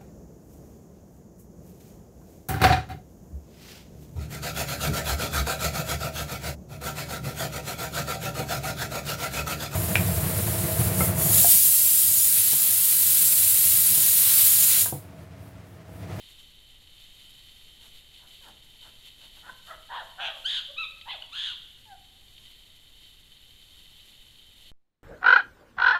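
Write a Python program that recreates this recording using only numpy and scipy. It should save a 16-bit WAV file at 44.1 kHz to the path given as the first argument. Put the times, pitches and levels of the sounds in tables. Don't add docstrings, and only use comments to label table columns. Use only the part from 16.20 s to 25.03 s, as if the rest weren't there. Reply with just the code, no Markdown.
import sys
import numpy as np
from scipy import signal
from scipy.fft import rfft, irfft, next_fast_len
from scipy.io import wavfile
from scipy.ndimage import uniform_filter1d, map_coordinates

SR = 44100
rng = np.random.default_rng(int(sys.argv[2]) if len(sys.argv) > 2 else 0)


def generate_wav(sig):
    pcm = np.round(np.clip(np.atleast_2d(sig).T, -1, 1) * 32767).astype(np.int16)
    wavfile.write(sys.argv[1], SR, pcm)


N = 389403
T = np.arange(N) / SR
TOP_HZ = 15700

# (pitch_hz, width_hz, level_db)
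RASP_MODES = [(1976, 174, -15.5), (2587, 540, -15), (3106, 190, 0), (3670, 376, -5), (4036, 180, -8.5),
              (4357, 186, -11.5)]


def troop():
    # (middle_s, length_s, pitch_hz, level_db)
    grunt_rows = [(1.649, .12, 379, -66.5), (2.043, 0.1, 383.5, -62.5), (2.282, .12, 394, -54.5),
                  (2.668, 0.093, 367.3, -57.5), (3.041, .11, 401, -63), (3.178, 0.05, 478.7, -61.5),
                  (3.277, 0.084, 249.5, -57)]
    # (start_s, length_s, attack_s, release_s, top_pitch_hz, crest as a share of the length,
    #   pitch drop at the start 0-1, pitch drop at the end 0-1, level_db, roughness 0-1,
    #   open_mouth_brightness_db, overtone_slope_db per octave, resonance shift from drawn-back lips as a ratio)
    bark_rows = [(3.219, .1, 0.032, 0.028, 513, 0.44, .15, .2, -51.5, 0.83, -26.5, 7, 0.86),
                 (3.461, 0.094, 0.071, .045, 649.6, 0.43, .06, 0.3, -41, 0.95, -24, 3.5, 0.84),
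                 (3.686, .16, 0.035, 0.069, 1046, .38, 0.2, 0.54, -36.5, .88, -7.5, -2.5, 1.0),
                 (3.975, .133, 0.036, 0.034, 809.6, 0.56, .06, 0.06, -33, .8, -0.5, 1.5, .92),
                 (4.854, .112, 0.053, 0.052, 1000, .34, .22, .44, -35, 0.69, 16, -9.5, 1.026)]
    scream_rows = [(4.24, .174, 0.021, 0.037, 1837, .42, .3, .35, -31, .66, 2.3, 6, 1),
                   (4.563, 0.096, .028, 0.02, 1322, .4, 0.131, 0.18, -33.5, 0.15, 15.8, -12.5, 0.99),
                   (5.11, .24, 0.078, 0.069, 1777, .48, .46, 0.52, -33.5, 0.73, 2.4, 5.5, 0.98)]
    # (loudest_s, rise_s, fall_s, pitch_hz, glide in octaves per s,
    #   level_db, overtone_slope_db per octave, resonance shift as a ratio)
    hoot_rows = [(4.025, 0.028, 0.064, 703, -1.1, -40.5, -4, 1.1),
                 (4.09, 0.053, 0.094, 646, -2, -45.5, -4.5, 1.1),
                 (4.172, .04, 0.025, 568, -2, -51.5, -10.5, 1.34),
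                 (4.507, 0.026, 0.0173, 568, 1, -46.5, -26, 1.3),
                 (5.728, .075, 0.037, 777, -3, -45.5, -13.5, 1.05)]
    # (middle_s, pitch_hz, level_db, brightness_db,
    #   overtone_slope_db per octave, length_s)
    squeak_rows = [(3.298, 511, -35.5, -36.5, 6.5, .03), (3.513, 661, -38.5, -32, 8.5, .018),
                   (5.024, 1493, -30.5, 6.5, 1, 0.0086)]
    calls = sum(grunt(*row) for row in grunt_rows)
    calls = calls + sum(bark(row) for row in bark_rows)
    calls = calls + sum(scream(row) for row in scream_rows)
    calls = calls + sum(hoot(*row) for row in hoot_rows)
    return calls + sum(squeak(*row) for row in squeak_rows)


def scream(row):
    return arch(*row, bend=2.2, fade_db=-22.5, swell_db=0.5, mouth_share=0.4, opening_db=0,
                strain_s=0.0349, relax=0.33, crack_db=6.5)


def bark(row):
    return arch(*row, bend=1.5, fade_db=-21, swell_db=6.5, mouth_share=0.91, opening_db=12,
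                strain_s=.005, relax=0.54, crack_db=2.0)


def arch(start, length, attack, release, hz, crest, rise, fall, db, rough, bright_db, slope_db, shift,
         bend, fade_db, swell_db, mouth_share, opening_db, strain_s, relax, crack_db,
         crack_s=.021, crack_width_s=0.0059):
    t = np.linspace(0, length, 96)
    u = t / length
    crest = np.clip(crest, .1, .9)
    drop_before = rise * np.abs(1 - u / crest) ** bend
    drop_after = fall * np.abs((u - crest) / (1 - crest)) ** bend
    drop = np.where(u < crest, drop_before, drop_after)
    pitch_hz = hz * (1 - np.minimum(drop, .8))
    opening = np.maximum(1 - t / attack, 0)
    closing = np.maximum(1 - (length - t) / release, 0)
    slack = opening ** 1.83 + closing ** 1.47
    crack = np.exp(-((t - crack_s) / crack_width_s) ** 2)
    level_db = db + fade_db * slack + swell_db * (u - .5) + crack_db * crack
    roughness = rough * (1 - np.exp(-(t / strain_s) ** 2)) * (1 - min(relax, 1) * closing)
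    mouth_db = bright_db + mouth_share * fade_db * np.sqrt(slack) + opening_db * (u - .5)
    return voice(slope_db, shift, np.transpose([start + t, pitch_hz, level_db, roughness, mouth_db]))


def grunt(s, length, hz, db, rough=0.97, onset_rough=0.11, bright_db=-21, slope_db=-3):
    # (time_s, pitch_hz, level_db, roughness, brightness_db)
    contour = [(s - .6 * length, 1.5 * hz, db - 11.5, onset_rough, bright_db),
               (s - length / 3, 1.2 * hz, db - 8.5, 2 * onset_rough, bright_db),
               (s - length / 8, hz, db, rough, bright_db),
               (s + length / 8, 0.74 * hz, db, rough, bright_db),
               (s + length / 2, .75 * hz, db - 24, rough, bright_db)]
    return voice(slope_db, 0.94, contour, rasp_db=14.0, low_cut=0.26)


def hoot(s, rise, fall, hz, glide, db, slope_db, shift, fade_db=-20, rough=0.11, bright_db=-24, sink=1.8):
    contour = [(s - rise, hz * 2 ** (-glide * rise), db + fade_db, rough, bright_db),
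               (s, hz, db, rough, bright_db),
               (s + fall, hz * 2 ** (sink * glide * fall), db + fade_db, rough, bright_db)]
    return voice(slope_db, shift, contour)


def squeak(s, hz, db, bright_db, slope_db, length, fade_db=-26, rough=0.06, shift=1.0):
    contour = [(s - length / 2, hz, db + fade_db, rough, bright_db),
               (s, hz, db, rough, bright_db),
               (s + length / 2, hz, db + fade_db, rough, bright_db)]
    return voice(slope_db, shift, contour)


def voice(slope_db, shift, contour, jitter=0.1162, shimmer=0.37, jitter_hz=560, rasp_db=-4, half_db=-11,
          low_cut=0.62):
    # (pitch_hz, level_db)
    throat = [(150, -13.5), (430, -11), (700, -3), (1000, 3), (1250, -4), (1600, 3.5), (1900, -2),
              (2230, -6.5), (2650, -0.5), (3100, 9), (3800, 4), (4300, -4.5), (4900, -18), (5700, -33),
              (6550, -21), (7800, -32), (9300, -34.5), (10800, -38), (12000, -51.5), (15000, -52)]
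    s, *columns = np.transpose(contour)
    span = np.arange(int(s[0] * SR), int(s[-1] * SR))
    size = len(span)
    hz, db, rough, bright_db = (np.interp(T[span], s, c) for c in columns)
    shaky_hz = hz * (1 + jitter * rough * wander(jitter_hz, size))
    phase = 2 * np.pi * np.cumsum(shaky_hz) / SR
    k = np.arange(2, 29)[:, None] / 2
    weight = undb(slope_db * np.log2(k))
    weight = weight * np.where(k % 1, undb(half_db) * rough, 1)
    weight = weight * (k * hz < TOP_HZ)
    folds = np.sum(weight * np.sin(k * phase), axis=0)
    folds = folds * np.exp(shimmer * rough * wander(jitter_hz, size))
    pitch = np.mean(hz)
    air = rng.standard_normal(size) * (1 + np.cos(phase))
    air = colour(air, [(low_cut * pitch / 2, -26), (low_cut * pitch, 0), (16 * pitch, 4 * slope_db)])
    air *= np.sqrt(SR / pitch) / 2 * undb(rasp_db) * rough ** 2
    sound = colour(folds + air, [(f * shift, g) for f, g in throat])
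    low = colour(sound, [(1900, 2.5), (2500, -68.5)])
    sound = low + undb(bright_db) * (sound - low)
    sound /= np.sqrt(uniform_filter1d(sound ** 2, size=350) + 1e-18)
    out = np.zeros(N)
    out[span] = sound * undb(db) * signal.windows.tukey(size, .06)
    return out


def forest(x, echo_db=-12.5, t60=1.0, early_db=-8, early_t60=0.45, gap_s=0.018):
    t = T[:SR]
    tail = rng.standard_normal(SR) * undb(-60 * t / t60) * (1 - np.exp(-(t / gap_s) ** 2))
    sparse = rng.standard_normal(SR) * (rng.random(SR) < 500 / SR)
    trunks = sparse * undb(-60 * t / early_t60) * (t > .006)
    response = (undb(echo_db) * unit(tail) + undb(early_db) * unit(trunks)) / np.sqrt(SR)
    response = colour(response, [(250, 15.0), (700, 3.5), (1600, -1.5), (3300, 4.0), (6000, 1), (12000, -4.5)])
    return x + signal.fftconvolve(x, response)[:N]


def snaps(t60=0.034, gain_db=3):
    # (start_s, peak level_db before gain_db is added)
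    snap_rows = [(0.671, -44.5), (2.8604, -45), (4.8115, -36.5), (6.1655, -49), (6.1798, -41),
                 (8.1539, -52)]
    out = np.zeros(N)
    t = T[:SR // 10]
    for s, db in snap_rows:
        burst = ring(rng.standard_normal(len(t)) * undb(-60 * t / t60), RASP_MODES)
        start = int(s * SR)
        out[start:start + len(t)] += burst / np.abs(burst).max() * undb(db + gain_db)
    return out


def drone(flicker_db=0.72, hiss_flicker_db=0.88, stir_db=-0.13, stir_rate=14, hiss_below_db=-8):
    # (time_s, level_db)
    swell = [(0, -53), (.25, -55.5), (.42, -57), (.7, -56.5), (.85, -54.5), (1.25, -53.5), (1.5, -55),
             (1.9, -56.5), (2.17, -56.5), (2.45, -55.5), (3.25, -54.5), (5.1, -56.5), (5.95, -57),
             (6.3, -54.5), (6.65, -57.5), (7.15, -57), (7.6, -54.5), (8.3, -57)]
    # (loudest_s, length_s, rasp_level_db, hiss_level_db)
    rustle_rows = [(0.1, 0.065, -56, -65), (0.195, 0.068, -57, -63), (0.81, 0.045, -53.5, -64),
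                   (1.013, 0.061, -57, -64), (1.648, 0.085, -53, -60), (1.767, 0.064, -53.5, -62.5),
                   (1.962, 0.071, -51.5, -62.5), (2.12, 0.11, -53.5, -60.5), (2.25, 0.092, -56, -60.5),
                   (2.636, 0.081, -52.5, -64), (2.864, 0.046, -50, -60), (3.04, 0.075, -53.5, -64),
                   (3.178, 0.055, -53, -62), (3.48, .06, -54, -59.5), (4.195, .08, -62.5, -61.5),
                   (6.262, 0.068, -56, -68), (6.848, 0.12, -56, -65), (7.79, 0.039, -55, -67),
                   (7.88, 0.089, -55.5, -64), (8.454, 0.15, -55.5, -64.5)]
    # (pitch_hz, level_db)
    hiss_colour = [(3500, -10.5), (5200, -8.5), (5800, -11), (7300, -5), (7800, -8.5), (10000, -10),
                   (11000, -5), (11800, -4), (12400, -9.5), (13800, -18), (15700, -21)]
    bed = undb(np.interp(T, *np.transpose(swell)) + stir_db * wander(stir_rate, N))
    rasp_power = bed ** 2
    hiss_power = (bed * undb(hiss_below_db)) ** 2
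    for s, length, rasp_db, hiss_db in rustle_rows:
        stir = rustle(s, length)
        rasp_power = rasp_power + stir * undb(rasp_db) ** 2
        hiss_power = hiss_power + stir * undb(hiss_db) ** 2
    clicks = crackle(3000, 2.0, 1.0) * undb(flicker_db * wander(60, N))
    hiss = crackle(6000, 1.9, 2.16) * undb(hiss_flicker_db * wander(60, N))
    rasp = unit(ring(clicks, RASP_MODES)) * np.sqrt(rasp_power)
    return rasp + unit(colour(hiss, hiss_colour)) * np.sqrt(hiss_power)


def rustle(s, length, attack_share=0.38):
    share = np.clip(attack_share, .1, .9)
    width_s = length * np.where(T < s, share, 1 - share)
    return np.exp(-np.minimum(((T - s) / width_s) ** 2, 50))


def crackle(rate, spread_db, smooth):
    sizes = undb(spread_db * np.minimum(rng.exponential(size=N), 5))
    clicks = rng.standard_normal(N) * (rng.random(N) < rate / SR) * sizes
    return unit(unit(clicks) + smooth * rng.standard_normal(N))


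def ring(x, modes):
    out = 0
    for k, (hz, width, db) in enumerate(modes):
        b, a = signal.iirpeak(hz, hz / width, fs=SR)
        out = out + (-1) ** k * undb(db) * signal.lfilter(b, a, x)
    return colour(out, [(900, -12.5), (1900, -2.0), (3100, -1.5), (3310, -8), (3550, -2.5), (4500, -0.5),
                        (5300, -11.5), (8000, -19.0)])


def low_rumble(level_db=-57.5):
    # (pitch_hz, level_db)
    rumble_colour = [(10, 4), (25, -0.5), (50, -5), (100, -10.5), (250, -20), (450, -25.5), (800, -28.5),
                     (1150, -34), (2000, -27.5), (4000, -70)]
    return unit(colour(rng.standard_normal(N), rumble_colour)) * undb(level_db)


def faint_hush(level_db=-84):
    # (pitch_hz, level_db)
    hush_colour = [(20, 7.5), (110, 0), (200, -1), (700, -11), (1400, -15.5), (3500, -20.5), (4100, -18),
                   (4700, -25), (15000, -31.5)]
    return unit(colour(rng.standard_normal(N), hush_colour)) * undb(level_db)


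def cut_thump(cut_s, decay_s=.04):
    return undb(-42) * (T > cut_s) * np.exp(-np.abs(T - cut_s) / decay_s)


def undb(db):
    return 10 ** (np.asarray(db) / 20)


def unit(x):
    return x / np.sqrt(np.mean(x ** 2) + 1e-30)


def gain_at(hz, points):
    f, db = np.transpose(points)
    return undb(np.interp(np.log(np.maximum(hz, 1)), np.log(f), db))


def colour(x, points):
    size = next_fast_len(len(x) + 2048)
    gain = gain_at(np.fft.rfftfreq(size, 1 / SR), points)
    return irfft(rfft(x, size) * gain, size)[:len(x)]


def wander(rate, size):
    steps = np.arange(size) / SR * rate
    return map_coordinates(rng.standard_normal(size // 8 + 4), [steps], order=3, mode="mirror")


def scene(cut_s=8.517, cut_fade_s=0.0155):
    clearing = forest(troop()) + drone() + snaps() + low_rumble()
    fade = np.clip((cut_s - T) / cut_fade_s, 0, 1)
    return (clearing * fade + faint_hush() + cut_thump(cut_s))[None]


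def record(dry):
    return signal.sosfilt(signal.ellip(10, .2, 80, TOP_HZ, fs=SR, output="sos"), dry)


dry = scene()
out = record(dry)
generate_wav(out)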